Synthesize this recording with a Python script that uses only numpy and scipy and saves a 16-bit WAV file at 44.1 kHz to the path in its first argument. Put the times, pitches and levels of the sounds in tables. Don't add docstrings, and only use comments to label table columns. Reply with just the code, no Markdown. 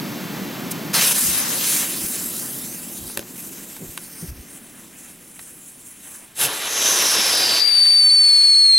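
import sys
import numpy as np
from scipy import signal
from scipy.fft import rfft, irfft
from scipy.io import wavfile
from scipy.ndimage import uniform_filter1d

SR = 44100
rng = np.random.default_rng(int(sys.argv[2]) if len(sys.argv) > 2 else 0)


def unload_audio(sound):
    columns = np.transpose(np.atleast_2d(sound))
    steps = np.round(np.clip(columns, -1, 1) * 32767)
    wavfile.write(sys.argv[1], SR, steps.astype(np.int16))


N = 387198
TIME = np.arange(N) / SR
FRAME_S = np.arange(N // 128 + 5)[:, None] * 128 / SR
BIN_HZ = np.fft.rfftfreq(512, 1 / SR)
LEFT_RIGHT = np.array([[.5], [-.5]])

THROW_S, LAND_S = 1.74, 3.17
CATCH_S, FLASH_END_S, SWELL_S, SAG_S, LOCK_S = 6.34, 6.455, (6.72, 6.894), 7.344, 7.6


def amp(db):
    return 10 ** (np.asarray(db) / 20)


def evened(x):
    return x / np.sqrt(np.mean(x ** 2) + 1e-20)


def read(points, hz):
    f, value = np.transpose(points)
    return np.interp(np.log(hz + 1), np.log(f + 1), value)


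def follow(rows, t):
    s, *columns = np.transpose(rows)
    return [np.interp(t, s, c) for c in columns]


def ramp(x, start, end):
    return np.clip((x - start) / (end - start), 0, 1)


def since(t, start):
    return np.maximum(t - start, 0)


def blend(a, b, share):
    return a + (b - a) * share


def add(mix, s, sound):
    part = mix[max(round(s * SR), 0):][:len(sound)]
    part += sound[:len(part)]


def colour(x, gain):
    return irfft(rfft(x) * gain(np.fft.rfftfreq(x.shape[-1], 1 / SR)), x.shape[-1])


def wander(rate_hz):
    return evened(colour(rng.standard_normal(N), lambda f: 1 / (1 + (f / rate_hz) ** 2)))


# (frequency [Hz], likeness [0-1])
LIKENESS = [(40, 0.99), (150, 0.98), (1500, 0.93), (4000, 0.99), (7000, 0.97), (14000, 1)]


def noise_pair():
    left, other = rng.standard_normal((2, N))
    same = lambda f: np.clip(read(LIKENESS, f), 0, 1)
    shared = colour(left, same)
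    own = colour(other, lambda f: np.sqrt(1 - same(f) ** 2))
    return np.array([left, shared + own])


def resonate(x, hz, width):
    turn = np.exp(2j * np.pi * np.cumsum(hz) / SR)
    r = np.exp(-np.pi * width / SR)
    return 2 * (turn * signal.lfilter([1 - r], [1, -r], x / turn)).real


def resonant_noise(noise, hz, width):
    return evened(resonate(resonate(noise, hz, width), hz, width))


def flame(shape, bright_db, patchy_db, spread=0):
    def band_gain(lo, hi):
        inside = (BIN_HZ > lo) & (BIN_HZ < hi)
        return np.sqrt((shape[:, inside] ** 2).sum(1, keepdims=True) / len(BIN_HZ))
    body, treble = band_gain(500, 3800), band_gain(7000, 15000)
    tilt = (amp(bright_db) * body / treble) ** ramp(BIN_HZ, 3770, 8340)
    gain = shape / body * tilt
    apart = LEFT_RIGHT * colour(rng.standard_normal(N), lambda f: 0.38 + ramp(f, 5000, 11300))
    z = signal.stft(noise_pair() + spread * apart, nperseg=512, noverlap=384)[2]
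    patches = uniform_filter1d(rng.standard_normal(gain.shape), size=18, axis=0)
    patches = evened(uniform_filter1d(patches, size=16, axis=1))
    gain = (gain * amp(patchy_db * patches))[:z.shape[-1]].T
    return signal.istft(z * gain, nperseg=512, noverlap=384)[1][:, :N]


# (time [s], pitch drop [Hz], level drop [dB])
STUMBLES = [(7.887, 168, 1), (8.102, 327, 4), (8.427, 199, 3.5), (8.547, 277, 1.5)]
WHISTLE_START_HZ, SINK_HZ_PER_S, DROOP_S, DROOP_HZ_PER_S = 4690, 472, 8.65, 750
KICK_HZ, KICK_FADE_S = 52, 1.1


def whistle_pitch():
    kicks = sum((TIME > s) * np.exp(-since(TIME, s) / KICK_FADE_S) for s, _, _ in STUMBLES)
    sunk_hz = SINK_HZ_PER_S * since(TIME, LOCK_S) + DROOP_HZ_PER_S * since(TIME, DROOP_S)
    return WHISTLE_START_HZ - sunk_hz + KICK_HZ * kicks


# (time [s], level [dB], left over right [dB])
WHISTLE = [(7.6, -16.5, 12), (7.66, -18, 11.5), (7.76, -12.5, 4.5), (8.1, -5, 1.5), (8.4, -5, 2.5),
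           (8.75, 0.5, 0.5)]
OVERTONES_DB = [-1, -17, -43]
# (frequency [Hz], relative level [dB])
RUSH_COLOUR = [(100, -30), (300, -8.5), (1400, -6), (2300, 0.5), (3000, -3.5), (4000, 0.5), (5100, -2),
               (5700, -16), (6600, -11), (7500, -12.5), (9000, -9), (11000, -5.5), (13000, -15),
               (15500, -28)]


def whistle(drift_hz=15, waver_hz=12, grow_s=.2, jitter_hz=17, shimmer_db=0.9, stumble_s=0.00298, rush_db=-30):
    level_db, pan_db = follow(WHISTLE, TIME)
    unsettled = 1 + 2.0 * np.exp(-since(TIME, LOCK_S) / 0.087)
    hz = whistle_pitch() + drift_hz * wander(42.2) + waver_hz * wander(12)
    hz = hz + jitter_hz * unsettled * wander(466)
    level_db = level_db + shimmer_db * unsettled * wander(160)
    for s, drop_hz, drop_db in STUMBLES:
        dip = np.exp(-((TIME - s) / stumble_s) ** 2)
        hz = hz - drop_hz * dip
        level_db = level_db - drop_db * dip
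    phase = 2 * np.pi * np.cumsum(hz) / SR
    grown = blend(.3, 1, ramp(TIME, LOCK_S, LOCK_S + grow_s))
    harmonics = sum(amp(db) * grown ** k * np.sin((k + 1) * phase) for k, db in enumerate(OVERTONES_DB))
    tone = np.sqrt(2) * harmonics * amp(level_db + LEFT_RIGHT * pan_db)
    rush = evened(colour(noise_pair(), lambda f: amp(read(RUSH_COLOUR, f))))
    rush = rush * amp(rush_db + 1.5 * wander(70))
    return tone * ramp(TIME, 7.59, 7.62) + rush * ramp(TIME, 7.3, 7.67)


def rasp(lower_db=-33, upper_db=-35, width_hz=650):
    hz, drive = whistle_pitch(), noise_pair()
    lower = amp(lower_db) * resonant_noise(drive, hz / 2, width_hz)
    upper = amp(upper_db) * resonant_noise(drive, hz + hz / 2, width_hz)
    return (lower + upper) * ramp(TIME, LOCK_S, DROOP_S)


TUBE_HZ, TUBE_SINK_HZ_PER_S, TUBE_EMPTY_HZ, TUBE_DB, TUBE_SWELL_DB = 6090, 2330, 4580, -17.5, 41


def tube(wide_hz=1900, narrow_hz=450, slack_db=3.5, ring=0.46, slack_ring=.12, gather_s=7.47,
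         under_whistle_db=-35, lock_s=0.066):
    hz = np.maximum(TUBE_HZ - TUBE_SINK_HZ_PER_S * since(TIME, SWELL_S[1]), TUBE_EMPTY_HZ)
    slack = np.sin(np.pi * ramp(TIME, SWELL_S[1], gather_s))
    level_db = TUBE_DB - TUBE_SWELL_DB * ramp(TIME, SWELL_S[1], FLASH_END_S) ** 1.42 - slack_db * slack
    locked = ramp(TIME, LOCK_S, LOCK_S + lock_s)
    drive = noise_pair()
    wide, narrow = resonant_noise(drive, hz, wide_hz), resonant_noise(drive, hz, narrow_hz)
    sharp = blend(ring * ramp(TIME, *SWELL_S), slack_ring, slack)
    sharp = np.clip(blend(sharp, 0.56, locked), 0, 1)
    level_db = blend(level_db, under_whistle_db, locked)
    return blend(wide, narrow, sharp) * amp(level_db) * ramp(TIME, FLASH_END_S, FLASH_END_S + .1)


# (frequency [Hz], relative level [dB])
JET_COLOUR = [(60, -33), (140, 0), (190, -13.5), (330, -3.5), (800, -5), (2500, -3.5), (3800, -3.5),
              (4400, -9.5), (8000, -6), (9400, -5), (10700, 0), (13000, -7.5), (15500, -16)]
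FLASH_DB, SMOULDER_DB, RUSH_DB, SAG_DB_PER_S = -25.5, -29.5, -23.5, 13
FLASH_BRIGHT_DB, SMOULDER_BRIGHT_DB, RUSH_BRIGHT_DB, DULLING_DB_PER_S = 7, -2.5, 0, 5


def jet(sputter_db=0.7, attack_s=0.07, attack_db=28, release_s=0.026, drop_db_per_s=170, lead_s=.02):
    def stages(t, flash, smoulder, rush):
        burning = blend(smoulder, rush, ramp(t, *SWELL_S))
        return blend(flash, burning, ramp(t, FLASH_END_S, FLASH_END_S + release_s))
    level_db = stages(TIME, FLASH_DB, SMOULDER_DB, RUSH_DB)
    level_db = level_db - attack_db * ramp(TIME, CATCH_S + attack_s, CATCH_S)
    level_db = level_db - SAG_DB_PER_S * since(TIME, SAG_S) - drop_db_per_s * since(TIME, LOCK_S - lead_s)
    bright_db = stages(FRAME_S, FLASH_BRIGHT_DB, SMOULDER_BRIGHT_DB, RUSH_BRIGHT_DB)
    bright_db = bright_db - DULLING_DB_PER_S * since(FRAME_S, SWELL_S[1])
    shift_db = read([(150, -2.5), (700, 2.0), (2500, -0.5), (11000, 13.5), (15000, 6)], BIN_HZ)
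    shape = amp(read(JET_COLOUR, BIN_HZ) + shift_db * ramp(FRAME_S, 6.0, 6.78))
    hiss = flame(shape, bright_db, patchy_db=1.5) * ramp(TIME, CATCH_S, CATCH_S + 0.018)
    return hiss * amp(level_db + sputter_db * wander(89.5))


def whump(hz=130, width_hz=70, level_db=-41, length_s=.04):
    puff = resonant_noise(noise_pair(), np.full(N, hz), width_hz)
    return amp(level_db) * puff * np.exp(-((TIME - FLASH_END_S) / length_s) ** 2)


HAND_M, THROW_M_PER_S = 0.63, 3
FLARE_S, FLARE_DB, FLARE_FADE_DB_PER_S, FLARE_TREBLE_DB = (0.9297, 1.135), -21, 23, -20
HELD_DB, LYING_DB, THIN_S, THIN_DB = -31.5, -51.5, (5.1, 6.05), 5
# (time [s], level [dB])
HISS_IN_AIR = [(1.16, -21.5), (1.182, -20), (1.462, -30), (1.754, -20), (1.948, -29.5), (2.064, -26.5),
               (2.824, -34.5), (3.14, -37)]
# (time [s], level [dB])
HISS_ON_GRASS = [(3.22, -47.5), (3.45, -33.5), (3.6, -40), (4.28, -40.5), (4.34, -51.5), (4.57, -40.5),
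                 (4.61, -47), (4.95, -49), (4.99, -42.5), (5.18, -48.5), (5.34, -47), (5.39, -43),
                 (5.85, -44.5), (5.87, -38), (5.96, -48), (6.0, -44), (6.15, -39.5), (6.32, -55)]


def fuse_levels(t, usual_treble_db=-42, coupling=0.38, cut_s=0.016, thin_edge_s=0.17):
    treble_db, = follow(HISS_IN_AIR + HISS_ON_GRASS, t)
    flying_db = HELD_DB - 20 * np.log10(1 + THROW_M_PER_S * since(t, THROW_S) / HAND_M)
    thin = ramp(t, THIN_S[0], THIN_S[0] + thin_edge_s) * ramp(t, THIN_S[1], THIN_S[1] - thin_edge_s)
    lying_db = LYING_DB + coupling * (treble_db - usual_treble_db) - THIN_DB * thin
    body_db = np.where(t < LAND_S, flying_db, lying_db)
    flaring = ramp(t, FLARE_S[1], FLARE_S[1] - cut_s)
    flare_db = FLARE_DB - FLARE_FADE_DB_PER_S * since(t, FLARE_S[0])
    return blend(body_db, flare_db, flaring), blend(treble_db, FLARE_TREBLE_DB, flaring)


ECHO_FALL_MS_PER_S, ECHO_LANDING_MS, ECHO_IN_AIR = 0.694, 0.16, .34
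# (time [s], delay [ms], strength [-1 to 1])
SHIFTS = [(3.2, 0.2, -.25), (3.97, 0.27, -0.45), (4.42, 0.11, 0.6)]


def ground_comb(t, shift_s=.13):
    def comb(ms, strength):
        return abs(1 + np.clip(strength, -.9, .9) * np.exp(-2j * np.pi * BIN_HZ * ms / 1000))
    falling_ms = ECHO_LANDING_MS + ECHO_FALL_MS_PER_S * since(LAND_S, t)
    gain = comb(falling_ms, ECHO_IN_AIR * ramp(t, 2.2, 2.55))
    for s, delay_ms, strength in SHIFTS:
        gain = blend(gain, comb(delay_ms, strength), ramp(t, s, s + shift_s))
    return gain


# (frequency [Hz], relative level [dB])
FUSE_COLOUR = [(700, -9.5), (2100, -5), (4300, -4), (7000, -1), (11000, 2.5), (13000, -2), (15500, -4.5)]


def fuse(gain_db=-0.2, sputter_db=0.94, flicker_db=1.06, attack_s=0.017, gap_s=1.139, gap_db=5.5,
         pass_s=1.41, pass_length_s=0.23, pass_left_db=2):
    level_db, _ = fuse_levels(TIME)
    body_db, treble_db = fuse_levels(FRAME_S)
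    shape = amp(read(FUSE_COLOUR, BIN_HZ)) * ramp(BIN_HZ, 60, 470) * ground_comb(FRAME_S)
    choke_db = gap_db * np.exp(-((TIME - gap_s) / 0.0087) ** 2)
    alight = ramp(TIME, FLARE_S[0], FLARE_S[0] + attack_s) * (1 - ramp(TIME, CATCH_S, CATCH_S + .04))
    unsteady_db = sputter_db * wander(60) + flicker_db * wander(15) * ramp(TIME, THROW_S, LAND_S)
    passing = np.exp(-((TIME - pass_s) / pass_length_s) ** 2)
    spread = blend(0.31, 0.083, ramp(TIME, THROW_S, 3.5)) + 1.8 * passing
    pan_db = LEFT_RIGHT * pass_left_db * passing
    hiss = flame(shape, treble_db - body_db, patchy_db=1.83, spread=spread)
    return hiss * alight * amp(level_db + gain_db - choke_db + unsteady_db + pan_db)


def spit(at_s=.717, length_s=0.0073, level_db=-22):
    bright = [(1500, -19), (5000, -10), (11500, -2), (15500, -8)]  # (frequency [Hz], relative level [dB])
    puff = evened(colour(noise_pair(), lambda f: amp(read(bright, f))))
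    return amp(level_db) * puff * np.exp(-((TIME - at_s) / length_s) ** 2)


# (time [s], crack level [dB], thud over crack [dB], treble lift [dB], crack fall by 60 dB [s])
KNOCKS = [(3.099, -31, -8, -12, 0.032), (3.172, -22, -11, -2, 0.011), (3.174, -8, -5.5, 5.5, 0.01),
          (3.193, -14.5, 1.5, 0.5, 0.007), (3.226, -33, -12, -12, .02), (3.765, -29, -17, 0, 0.034),
          (3.976, -16.5, -28, -0.5, 0.017), (5.393, -28.5, -22, -9, 0.027)]
# (frequency [Hz], relative level [dB])
KNOCK_COLOUR = [(300, -24), (900, 5), (2000, 0.5), (5000, -4), (7500, -9.5), (10000, 1.5), (15000, -14)]
# (frequency [Hz], relative level [dB], fall by 60 dB [s])
THUD = [(376, 6, 0.023), (557, 2, 0.036), (1580, -5, 0.027)]


def knocks(gain_db=-3, thud_db=-12):
    out, t = np.zeros(N), np.arange(4096) / SR
    ring = sum(amp(db - 60 * t / t60) * np.sin(2 * np.pi * hz * t) for hz, db, t60 in THUD)
    for s, crack_db, low_db, treble_db, t60 in KNOCKS:
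        tint = lambda f: amp(read(KNOCK_COLOUR, f) + treble_db * ramp(f, 4000, 9000))
        crack = evened(colour(rng.standard_normal(len(t)), tint)) * amp(-60 * t / t60)
        add(out, s, amp(crack_db + gain_db) * (crack + amp(low_db + thud_db) * ring))
    return out


# (frequency [Hz], relative level [dB])
TORCH_COLOUR = [(30, -36), (85, -27.5), (135, -5), (180, 0), (340, -7), (430, -13.5), (750, -17),
                (2200, -21), (6400, -27.5), (9500, -34), (12600, -25.5), (16000, -31)]
TORCH_DB, TORCH_TURN_S, TORCH_TURN_DB = -31, (1, 1.06), 5.5
TORCH_LEAVES_S, TORCH_FADE_DB_PER_S, TORCH_FAR_DB = 1.86, 4.5, -65


def torch(flutter_db=0.25):
    level_db = TORCH_DB - TORCH_TURN_DB * ramp(TIME, *TORCH_TURN_S)
    level_db = level_db - TORCH_FADE_DB_PER_S * since(TIME, TORCH_LEAVES_S)
    level_db = np.maximum(level_db, TORCH_FAR_DB)
    gas = colour(noise_pair(), lambda f: amp(read(TORCH_COLOUR, f)))
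    gas = gas / np.std(colour(gas, lambda f: (f > 130) & (f < 400)))
    # (frequency [Hz], change [dB])
    away_db = [(60, 12.0), (150, -3.5), (260, 2.0), (500, 1.0), (1200, -3.5), (4500, -8), (12000, 6)]
    away = colour(gas, lambda f: amp(read(away_db, f)))
    turned = ramp(TIME, 1.0, 1.596)
    return blend(gas, away, turned) * amp(level_db + flutter_db * wander(60))


# (time [s], level [dB], pitch [Hz], length [s])
BUMPS = [(1.301, -35.5, 90, 0.13), (2.043, -38, 75, 0.054), (3.05, -39, 70, 0.093),
         (3.829, -29.5, 242, 0.055), (3.892, -36, 60, 0.043), (4.238, -28, 177, 0.034),
         (4.313, -28.5, 76, 0.059), (4.39, -36.5, 60, 0.05)]


def bumps(gain_db=-4, apart=0.11):
    out = np.zeros((2, N))
    for s, level_db, pitch_hz, length in BUMPS:
        low_band = lambda f: (f / pitch_hz) ** 2 / (1 + (f / pitch_hz) ** 5)
        both, own = evened(colour(rng.standard_normal((2, 8192)), low_band))
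        t = (np.arange(len(both)) - len(both) / 2) / SR
        swell = amp(level_db + gain_db) * np.exp(-(2 * t / length) ** 2)
        for port, side in zip(out, (1, -1)):
            add(port, s + t[0], (both + side * apart * own) * swell)
    return out


# (frequency [Hz], relative level [dB])
AIR = [(20, -7.5), (250, -5.5), (900, -23.5), (2500, -12.5), (4700, -19), (12000, -20)]


def still_air(level_db=-53):
    return amp(level_db) * evened(colour(noise_pair(), lambda f: amp(read(AIR, f))))


# (delay [ms], gain)
NEAR_ECHOES = [(.78, 0.025), (.88, -.07), (1.4, -0.064), (1.9, 0.052), (2.25, -0.0075), (9.15, 0.15)]


def nearby(x):
    def ripples(f):
        return 1 + sum(g * np.exp(-2j * np.pi * f * ms / 1000) for ms, g in NEAR_ECHOES)
    return colour(x, ripples)


def garden(x, wet_db=-21, t60=0.28):
    t = np.arange(SR // 2) / SR
    struck = rng.random((2, len(t))) < 1500 / SR
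    taps = rng.standard_normal((2, len(t))) * struck * amp(-60 * t / t60) * (t > .008)
    echoes = signal.fftconvolve(x, taps / np.linalg.norm(taps[0]), axes=1)[:, :N]
    return x + amp(wet_db) * echoes


# (frequency [Hz], left lead [rad])
PORT_PHASE = [(30, -0.059), (130, -0.27), (550, -0.7), (1100, -0.64), (1800, -0.27), (3500, -0.17),
              (4400, 0.45), (6000, 0.01)]


def ports(x):
    return colour(x, lambda f: np.exp(1j * LEFT_RIGHT * read(PORT_PHASE, f)))


def scene():
    burning = nearby(spit() + fuse() + knocks() + jet() + whump() + tube())
    firecracker = garden(burning + whistle() + rasp())
    return ports(torch() + firecracker + still_air()) + bumps()


def record(dry, threshold_db=-12.0, share=0.89, edge_hz=15900):
    power = uniform_filter1d((dry ** 2).mean(0), size=2600)
    power_db = 10 * np.log10(abs(power) + 1e-12)
    held = dry * amp(-share * np.maximum(power_db - threshold_db, 0))
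    low_pass = signal.firwin(511, edge_hz, window=("kaiser", 9), fs=SR)
    return signal.oaconvolve(held, low_pass[None], "same")


dry = scene()
out = record(dry)
unload_audio(out)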